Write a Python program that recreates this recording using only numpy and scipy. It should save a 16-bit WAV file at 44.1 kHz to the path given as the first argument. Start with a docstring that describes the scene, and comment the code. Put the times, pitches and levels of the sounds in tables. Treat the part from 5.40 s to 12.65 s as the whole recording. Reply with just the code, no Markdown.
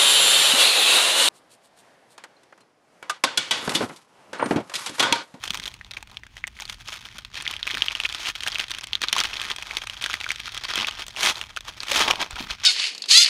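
"""Ringing snaps and a rush of tiny crackles: fingers turn a small bar and peel stiff glossy gift paper off it.
Each snap is damped sines with noise; crackles and sliding hiss are shaped noise that swells with the hands.
The hands bump softly as low damped sines and dull noise, close to a phone microphone,
and a still room answers briefly and rumbles underneath."""
import sys
import numpy as np
from scipy import signal
from scipy.fft import rfft, irfft, next_fast_len
from scipy.io import wavfile
from scipy.ndimage import map_coordinates

SR = 44100
rng = np.random.default_rng(int(sys.argv[2]) if len(sys.argv) > 2 else 0)


def voltage_ratio(level):
    """Linear amplitude factor for a level in decibels (scalar or array-like)."""
    return 10 ** (np.asarray(level, float) / 20)


def output_pcm(signal):
    """Save a mono or channel-first signal as 16-bit PCM at the path in sys.argv[1].

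    Samples are clipped to [-1, 1] before scaling.
    """
    pcm = np.clip(np.atleast_2d(signal).T, -1, 1) * 32767
    wavfile.write(sys.argv[1], SR, np.round(pcm).astype(np.int16))


N = 319725

# buckling creases: time_s [s], level_db [dB], ring_hz [Hz], crack_db [dB over level_db]
CREASES = [(0.037, -28, 3250, -10), (0.059, -25, 3020, -17), (0.0783, -17, 3260, -9.5),
           (0.106, -11.5, 3500, -6), (0.136, -24, 3340, -6), (0.145, -19, 3680, -1), (0.153, -25, 3300, -1),
           (0.1741, -24, 5660, 0), (0.199, -18, 3440, -6.5), (0.2328, -24, 4070, -22),
           (0.2568, -18, 3330, -9), (0.2612, -16.5, 3640, -17), (0.2787, -16, 3230, -11),
           (0.341, -28.5, 3150, -3), (0.4125, -23, 1880, -34), (0.4473, -27.5, 3730, -17),
           (0.511, -22.5, 3640, -13), (0.5153, -19, 4050, -14.5), (0.537, -22.5, 3560, -13),
           (0.5689, -23, 2330, -19), (0.5715, -17.5, 2430, -23), (0.6272, -32.5, 880, 5.5),
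           (0.674, -35, 3280, -7), (0.715, -40.5, 3950, 1), (0.7711, -15, 3270, -26),
           (0.8352, -26, 1970, -23), (0.867, -32.5, 1600, -7.5), (0.9686, -26, 1970, -9),
           (0.9798, -25.5, 3000, -21), (1.0409, -10, 2110, -47), (1.071, -30, 2490, 2),
           (1.077, -32, 1990, 9), (1.168, -32, 2200, -25), (1.19, -26, 2080, -22), (1.2003, -29.5, 1770, 5),
           (1.2074, -19, 6240, -19), (1.2217, -27, 2350, 3), (1.2216, -29.5, 870, -34),
           (1.2542, -22, 4300, -12), (1.2978, -23.5, 4200, 3), (1.325, -35.5, 2430, 1),
           (1.477, -22.5, 3040, -13), (1.485, -17.5, 5200, -40), (1.654, -22, 3170, -20),
           (1.7837, -32, 4100, 7), (1.788, -26, 1410, -5), (1.8496, -22.5, 3500, -10.5),
           (1.9441, -25, 3450, -6), (2.0239, -32, 3340, 11), (2.059, -17.5, 3380, -40),
           (2.066, -13.5, 2120, -32), (2.078, -6, 3200, -26), (2.112, -20, 3680, -1.5),
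           (2.139, -17.5, 2530, -14), (2.166, -17, 3300, -18), (2.2301, -7.5, 3520, -40),
           (2.2698, -17.5, 1610, -6), (2.2765, -10.5, 2410, -19), (2.3023, -16, 2260, -28),
           (2.308, -17.5, 1890, -7), (2.314, -11, 3340, -22), (2.344, -12, 3300, -28),
           (2.35, -14, 2440, -17), (2.3722, -14.5, 1630, -13), (2.3805, -19, 3420, -11),
           (2.4218, 0, 3080, -25), (2.4613, -31, 3400, 12), (2.4844, -5, 3010, -67),
           (2.511, -14.5, 2440, -45), (2.5187, -20, 3080, -23), (2.5523, -8.5, 2940, -24),
           (2.602, -6.5, 2760, -21.5), (2.637, -13, 3340, -16), (2.652, -9, 2500, -31),
           (2.6548, -6, 2500, -54), (2.659, -10, 3050, -38), (2.691, -19, 4100, -12),
           (2.726, -20.5, 3500, -6.5), (2.748, -14.5, 3400, -13), (2.8589, -16.5, 2800, -13),
           (2.8712, -16.5, 2860, -13), (2.9005, -12.5, 2740, -28), (2.9534, -18, 2920, -29),
           (3.0071, -13, 3450, -19), (3.024, -29, 2430, -8), (3.035, -16, 2930, -5),
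           (3.066, -16.5, 1680, -10), (3.075, -7.5, 2660, -17), (3.082, -12, 3200, -7),
           (3.12, -15, 4500, -37), (3.128, -18, 3160, -21), (3.1465, -20, 4300, -6.5),
           (3.1534, -13.5, 3320, -24), (3.158, -8, 2680, -30), (3.185, -25.5, 3040, 5),
           (3.196, -9.5, 2900, -28), (3.2, -7, 3060, -13), (3.2833, -23, 3450, -11),
           (3.2986, -27, 3250, -6), (3.308, -20, 3830, -6.5), (3.316, -12, 3580, -10.5),
           (3.339, -19, 3180, -20), (3.3487, -17.5, 2900, -12), (3.386, -20.5, 3600, -4),
           (3.4112, -20.5, 5500, -17), (3.4367, -19, 3160, -14), (3.4414, -21.5, 3380, 0),
           (3.471, -33, 3480, 7.5), (3.533, -5, 3230, -28), (3.554, -4.5, 3570, -29),
           (3.6181, -13, 4140, -3.5), (3.6304, -10.5, 3880, -18), (3.64, -17, 3780, -4),
           (3.6856, -4.5, 3900, -35), (3.7287, -7, 2600, -1.5), (3.7651, -11.5, 1060, -7),
           (3.7832, -9, 3190, -9), (3.789, -7.5, 2770, -12), (3.8035, -3, 5440, -15),
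           (3.8131, -13, 1320, -18), (3.8374, -17, 2520, 0), (3.844, -13.5, 1640, -13),
           (3.8546, -10.5, 2950, -19), (3.9336, -15.5, 2750, -55), (3.9703, -11.5, 3320, -28),
           (3.999, -13.5, 3250, -20), (4.016, -13, 3000, -11), (4.0388, -20, 2110, -16),
           (4.1028, -15, 3460, -15), (4.1156, -7, 3270, -34), (4.163, -20.5, 2540, -5.5),
           (4.185, -18.5, 3140, -16), (4.225, -17.5, 2500, -11), (4.311, -13, 2270, -37),
           (4.37, -6.5, 3360, -16), (4.4186, -18.5, 3160, -23), (4.472, -18, 2640, -6),
           (4.4986, -13, 3070, -16), (4.5688, -22.5, 3160, -42), (4.613, -19, 3260, -22),
           (4.6243, -23, 3250, 2), (4.6409, -10, 3400, -13.5), (4.6617, -12, 1660, -8.5),
           (4.6989, -17, 1380, -8), (4.732, -15.5, 3300, -10), (4.741, -7, 2120, -15),
           (4.804, -18.5, 3400, -11), (4.812, -16.5, 2480, -11), (4.8431, -13.5, 2320, -21),
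           (4.865, -16.5, 1480, -33), (4.891, -18, 3300, -9), (4.9055, -6.5, 2230, -22),
           (4.9173, -12.5, 3230, -7), (4.96, -20.5, 3430, -13), (5.0016, -19.5, 2500, -5),
           (5.0656, -29, 3320, -20), (5.08, -20, 1370, -15), (5.121, -33, 2470, 4), (5.146, -23, 3100, -1),
           (5.177, -14, 3150, -13), (5.238, -16, 4130, -12), (5.246, -19, 3050, -13),
           (5.289, -20, 2050, -10), (5.311, -28, 3180, -2), (5.357, -14.5, 3300, 1),
           (5.371, -16, 2800, -14), (5.389, -9, 2800, -30), (5.402, -11, 2900, -24), (5.447, -8, 2530, -34),
           (5.471, -22.5, 4900, 4), (5.5106, -20.5, 2980, -7), (5.573, -27, 2850, -28),
           (5.6218, -20.5, 2900, -12), (5.666, -35.5, 3660, 13), (5.6822, -37.5, 6037, 18.5),
           (5.707, -25.5, 3320, -11), (5.764, -18, 2780, -20), (5.8323, -16, 2800, 7),
           (5.8517, -20.5, 2410, 5), (5.8614, -10, 3700, -2), (5.9575, -18, 3980, -36),
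           (6.0142, -11.5, 2900, -16), (6.0282, -28, 2250, -21), (6.1646, -17.5, 3080, -12),
           (6.1725, -15, 1460, -12), (6.2077, -28, 3700, 0), (6.405, -11.5, 4368, -38),
           (6.433, -29.5, 2510, 11), (6.484, -11.5, 3150, -14), (6.4966, -24, 2560, -3),
           (6.5169, -12, 3190, 2.5), (6.519, -21, 560, -30), (6.564, -6, 2520, -19),
           (6.594, -17.5, 2540, 5.5), (6.686, -12.5, 1030, -18), (6.7036, -9, 1100, -25),
           (6.682, -5.5, 2530, -16), (6.7104, -1.5, 2970, -9.5), (6.7572, -14.5, 3360, -20),
           (6.8155, -9.5, 2420, -13), (6.8275, -10, 3670, -34), (6.9086, -25, 2650, -1),
           (6.9203, -32, 2600, -24), (6.9583, -21, 2680, -9), (6.966, -23, 1450, -19),
           (7.0044, -26.5, 3200, -5), (7.07, -28, 1450, -29), (7.1016, -18.5, 1390, -31),
           (7.1092, -21, 3270, -11), (7.2411, -11.5, 5750, -25)]
# colour of paper heard through the microphone: frequency_hz [Hz], gain_db [dB]
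PAPER_COLOUR = [(88, -18), (150, -17), (348, -10), (494, -13), (637, -9.5), (1450, -3), (1900, -2),
                (2550, 2), (2850, -1.5), (3220, 4), (3800, -0.5), (4860, -5.5), (6140, -6), (7470, -16.5),
                (9440, -17.5), (14500, -29), (16000, -37)]


def unit(x):
    """Scaled to rms 1."""
    return x / np.sqrt(np.mean(x ** 2) + 1e-20)


def along(points, hz):
    """Reads (Hz, value) points on a log frequency axis."""
    point_hz, value = np.transpose(points)
    return np.interp(np.log(hz + 1), np.log(point_hz + 1), value)


def coloured(x, points):
    """Causal minimum-phase filter with the gain of the (Hz, dB) points."""
    size = 2 * next_fast_len(N // 2 + 4096)
    gain = voltage_ratio(along(points, np.fft.rfftfreq(size, 1 / SR)))
    cepstrum = irfft(np.log(gain), size)
    # folding the cepstrum forward makes the filter causal
    cepstrum[1:size // 2] *= 2
    cepstrum[size // 2 + 1:] = 0
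    return irfft(rfft(x, size) * np.exp(rfft(cepstrum)), size)[:N]


def laid(start_s, shapes):
    """Sums one row of samples at each start time."""
    at = np.round(start_s * SR).astype(int)[:, None] + np.arange(shapes.shape[1])
    return np.bincount(at.ravel(), shapes.ravel(), N + SR)[:N]


def ring(hz, cycles, t, rise_s):
    """Damped sines that fall 60 dB in so many cycles."""
    return np.sin(2 * np.pi * hz * t) * voltage_ratio(-60 * t * hz / cycles) * (1 - np.exp(-t / rise_s))


def tilted(noise, lean):
    """Each row leans dull (lean > 0) or bright (lean < 0) by mixing in its previous sample."""
    return noise + lean * np.roll(noise, 1, axis=1)


def snaps():
    """A crease gives way within a millisecond: the freed facet rings briefly; crisp creases spray wide noise too."""
    time_s, level_db, ring_hz, crack_db = np.transpose(CREASES)[:, :, None]
    t = np.arange(768) / SR
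    luck = rng.standard_normal((len(CREASES), 2 + 2 * len(t)))
    rough, crack = np.split(luck[:, 2:], 2, axis=1)

    # dull and low creases ring for more cycles
    cycles = 11 * voltage_ratio(2 * luck[:, :1] - 0.036 * (crack_db - 1)) * (ring_hz / 3000) ** -.4
    facet = ring(ring_hz, cycles, t, 0.00025)
    # a neighbouring facet beats against it
    neighbour_hz = ring_hz * (1.134 + 0.14 * luck[:, 1:2])
    facet += 0.49 * ring(neighbour_hz, 9.4, t, 0.00075)
    facet /= np.abs(facet).max(axis=1, keepdims=True)

    start_s = time_s[:, 0] - .0007
    swell = 1 - np.exp(-t / 0.00025)
    tone = laid(start_s, voltage_ratio(level_db - 0.95) * facet)

    rough_burst = rough * swell * voltage_ratio(-60 * t / 0.015)
    body = coloured(laid(start_s, voltage_ratio(level_db + 0.61 * crack_db + 8.5) * rough_burst), PAPER_COLOUR)

    crack_burst = tilted(crack, np.tanh(4.8 * luck[:, 1:2])) * swell * voltage_ratio(-60 * t / 0.0039)
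    edge = [(4000, -43), (6500, -2.5), (9500, -2.5), (11000, -29.5), (13000, -11), (16000, -24.0)]
    bright = coloured(laid(start_s, voltage_ratio(level_db + crack_db + 8) * crack_burst), edge)
    return tone + body + bright


def rustle(spread_db=5.0, slide_db=-17):
    """Countless small creases crackle in clumps, each at its own pitch, over the hiss of paper sliding on paper."""
    # the sheet comes loose from the bar and turns to and from the microphone:
    # time_s [s], brightness_db [dB], fullness_db [dB]
    sheet = [(0, 4, 2), (0.7, 3, 9.5), (1.3, 5, -1.5), (2.1, -3, -2), (2.9, 1, -2.5), (3.6, -2, -0.5),
             (4.3, 1, 1.5), (5.002, -1, -5.5), (5.4, -4.5, 0), (5.84, 4, 2.5), (6.2, 0.5, 3),
             (6.55, 2.5, 2), (6.72, -1.5, 11.5), (7.25, -3, -5.5)]
    level_db = effort()
    time_s, *columns = np.transpose(sheet)
    bright_db, full_db = (np.interp(np.arange(N) / SR, time_s, c) for c in columns)

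    # hard pulls blur the crackle into an even rush
    force = np.clip((level_db + 43) / 20, 0, 1)
    luck = rng.random((7000, 5))  # one row a crackle
    hard = force[(luck[:, :1] * N).astype(int)]
    size = voltage_ratio(-spread_db * ((1 - 0.25 * hard) * np.log(luck[:, 1:2] + 0.025) - 0.62 * hard))

    t = np.arange(256) / SR
    puff = tilted(rng.standard_normal((len(luck), len(t))), 1.44 * (luck[:, 4:] - .5))
    puff *= voltage_ratio(-60 * t / (0.0013 + 0.011 * luck[:, 2:3])) * (1 - np.exp(-t / 0.0004))
    burst = puff + 0.71 * ring(800 * 10 ** luck[:, 3:4], 4.76, t, 0.000079)
    crackle = unit(laid(luck[:, 0] * N / SR, size * burst))
    slide = voltage_ratio(slide_db + 14.0 * force) * rng.standard_normal(N)

    # about 55 random levels a second, joined smoothly
    wander = map_coordinates(rng.standard_normal(400), [np.linspace(0, 399, N)])
    clumps = voltage_ratio((3.5 - 1.4 * force) * wander)
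    # a snap sets its neighbours off
    after = np.arange(SR // 20) / SR
    wake = laid(np.array(CREASES)[:, 0], np.tile(voltage_ratio(-60 * after / 0.051), (len(CREASES), 1)))
    clumps *= force + (1 - force) * (0.84 + np.minimum(wake, 1))

    paper = coloured(unit(clumps * (crackle + slide)), PAPER_COLOUR)
    mid = coloured(paper, [(600, -40), (1200, 0), (5500, 0), (8000, -30)])
    top = coloured(paper, [(4000, -40), (6500, 0)])
    bottom = coloured(paper, [(1000, 0), (2000, -40)])
    scale = voltage_ratio(level_db) / np.std(mid)
    return scale * (mid + voltage_ratio(bright_db) * top + voltage_ratio(full_db) * bottom)


def effort():
    """Rustle level in dB: every move swells to its peak and fades, and overlapping moves add up in power."""
    # hand moves that work the paper: peak_s [s], peak_db [dB], swell_s [s], fade_s [s]
    moves = [(0.04, -33.5, 0.037, 0.094), (0.15, -33.5, 0.018, 0.044), (0.25, -40, 0.26, 0.17),
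             (0.57, -47.5, 0.088, 0.077), (0.76, -50, 0.13, 0.037), (0.97, -53.5, 0.15, 0.4),
             (1.19, -41.5, 0.048, 0.099), (1.33, -38, 0.11, 0.036), (1.53, -35.5, 0.15, 0.19),
             (1.659, -43, 0.0099, 0.053), (1.77, -43, 0.12, 0.089), (1.978, -30.5, 0.063, 0.061),
             (2.11, -35.5, 0.1, 0.23), (2.3, -33, 0.094, 1), (2.63, -36, 0.16, 0.022),
             (2.9, -28, 0.27, 0.025), (3.02, -36.5, 0.075, 0.31), (3.2, -34.5, 0.066, 0.092),
             (3.35, -39.5, 0.11, 0.22), (3.642, -31.5, 0.09, 0.067), (3.79, -26.5, 0.11, 0.19),
             (4.118, -32.5, 0.37, 0.042), (4.373, -33.5, 0.39, 0.094), (4.47, -42, 0.017, 0.1),
             (4.73, -32.5, 0.31, 0.17), (4.89, -40.5, 0.058, 0.1), (5.06, -34.5, 0.08, 0.22),
             (5.39, -28, 0.36, 0.15), (5.487, -26, 0.034, 0.0051), (5.626, -32, 0.15, 0.026),
             (5.7, -46, 0.11, 0.074), (5.79, -36, 0.021, 0.067), (5.843, -21.5, 0.059, 0.099),
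             (5.901, -22, 0.095, 0.043), (5.99, -30, 0.048, 0.044), (6.179, -36, 0.03, 0.012),
             (6.09, -43.5, 0.11, 0.12), (6.285, -27, 0.036, 0.034), (6.49, -32, 0.029, 0.11),
             (6.56, -23.5, 0.039, 0.12), (6.622, -19, 0.15, 0.11), (6.703, -25, 0.047, 0.021),
             (6.823, -24.5, 0.043, 0.03), (7.0, -36.5, 0.24, 0.56), (7.112, -29, 0.015, 0.047),
             (7.25, -24, 0.029, .05)]
    swing_db = 15  # rise over one swell time, fall over one fade time
    t = np.arange(0, N, 64) / SR
    peak_s, peak_db, swell_s, fade_s = np.transpose(moves)[:, :, None]
    before = (peak_s - t) / np.maximum(swell_s, .005)
    after = (t - peak_s) / np.maximum(fade_s, .005)
    away = np.where(t < peak_s, before, after)
    power = np.sum(voltage_ratio(peak_db - swing_db * away) ** 2, axis=0)
    return np.interp(np.arange(N) / SR, t, 10 * np.log10(power))


def bumps():
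    """Hands and bar knock softly: one low push and a dull flap of air."""
    # soft bumps: start_s [s], level_db [dB, before the gain of each part], pitch_hz [Hz]
    knocks = [(0.105, -35, 200), (0.192, -41, 183), (1.75, -46, 191), (1.996, -46, 163),
              (2.337, -31.5, 353), (5.377, -26, 352), (6.655, -34, 336), (6.93, -41, 53),
              (7.005, -25.5, 267), (7.108, -43, 46.6)]
    start_s, level_db, pitch_hz = np.transpose(knocks)[:, :, None]
    t = np.arange(SR // 10) / SR
    push = laid(start_s[:, 0], voltage_ratio(level_db + 15.5) * ring(pitch_hz, 4.6, t, 0.004))
    puff = rng.standard_normal((len(start_s), len(t))) * voltage_ratio(-60 * t / 0.25) * (1 - np.exp(-t / 0.0013))
    flap = laid(start_s[:, 0], voltage_ratio(level_db + 22.5) * puff)
    return push + coloured(flap, [(60, -22.5), (250, -12.5), (900, -43.5)])


def room(x):
    """A short answer from table and walls: noise that decays at its own rate in each band, treble soonest."""
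    # reverberation: frequency_hz [Hz], t60_s [s to fall 60 dB]
    decay = [(300, 0.04), (2000, 0.046), (10000, 0.025)]
    hz, t, bands = signal.stft(rng.standard_normal(SR // 4), SR, nperseg=256)
    fading = bands * voltage_ratio(-60 * t / along(decay, hz)[:, None])
    tail = signal.istft(fading, SR, nperseg=256)[1]
    delayed = np.pad(x, (130, 0))  # about 3 ms
    return signal.fftconvolve(delayed, tail / np.linalg.norm(tail))[:N]


def floor():
    """Low room rumble and faint hiss, both steady coloured noise."""
    # rumble colour: frequency_hz [Hz], gain_db [dB]
    rumble_colour = [(21, -31), (36, 3), (76, -3), (114, -2.5), (157, -16.5), (194, -11.5), (500, -31.5),
                     (650, -65), (1100, -120)]
    hiss_colour = [(400, -20), (2500, 0), (11000, -28)]
    rumble = voltage_ratio(-52) * unit(coloured(rng.standard_normal(N), rumble_colour))
    hiss = voltage_ratio(-62) * unit(coloured(rng.standard_normal(N), hiss_colour))
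    return rumble + hiss


def scene():
    """Paper, hands and room at one microphone."""
    paper = snaps() + rustle()
    return (paper + voltage_ratio(-18.0) * room(paper) + bumps() + floor())[None]


def top_cut(x):
    """Nothing passes above the cut-off."""
    return signal.sosfilt(signal.butter(12, 16650, fs=SR, output="sos"), x)


def record(dry):
    """The phone rolls off the very top."""
    heard = coloured(dry[0], [(15700, -1.0), (16000, -16), (16700, -40)])
    return top_cut(heard[None])


dry = scene()
out = record(dry)
output_pcm(out)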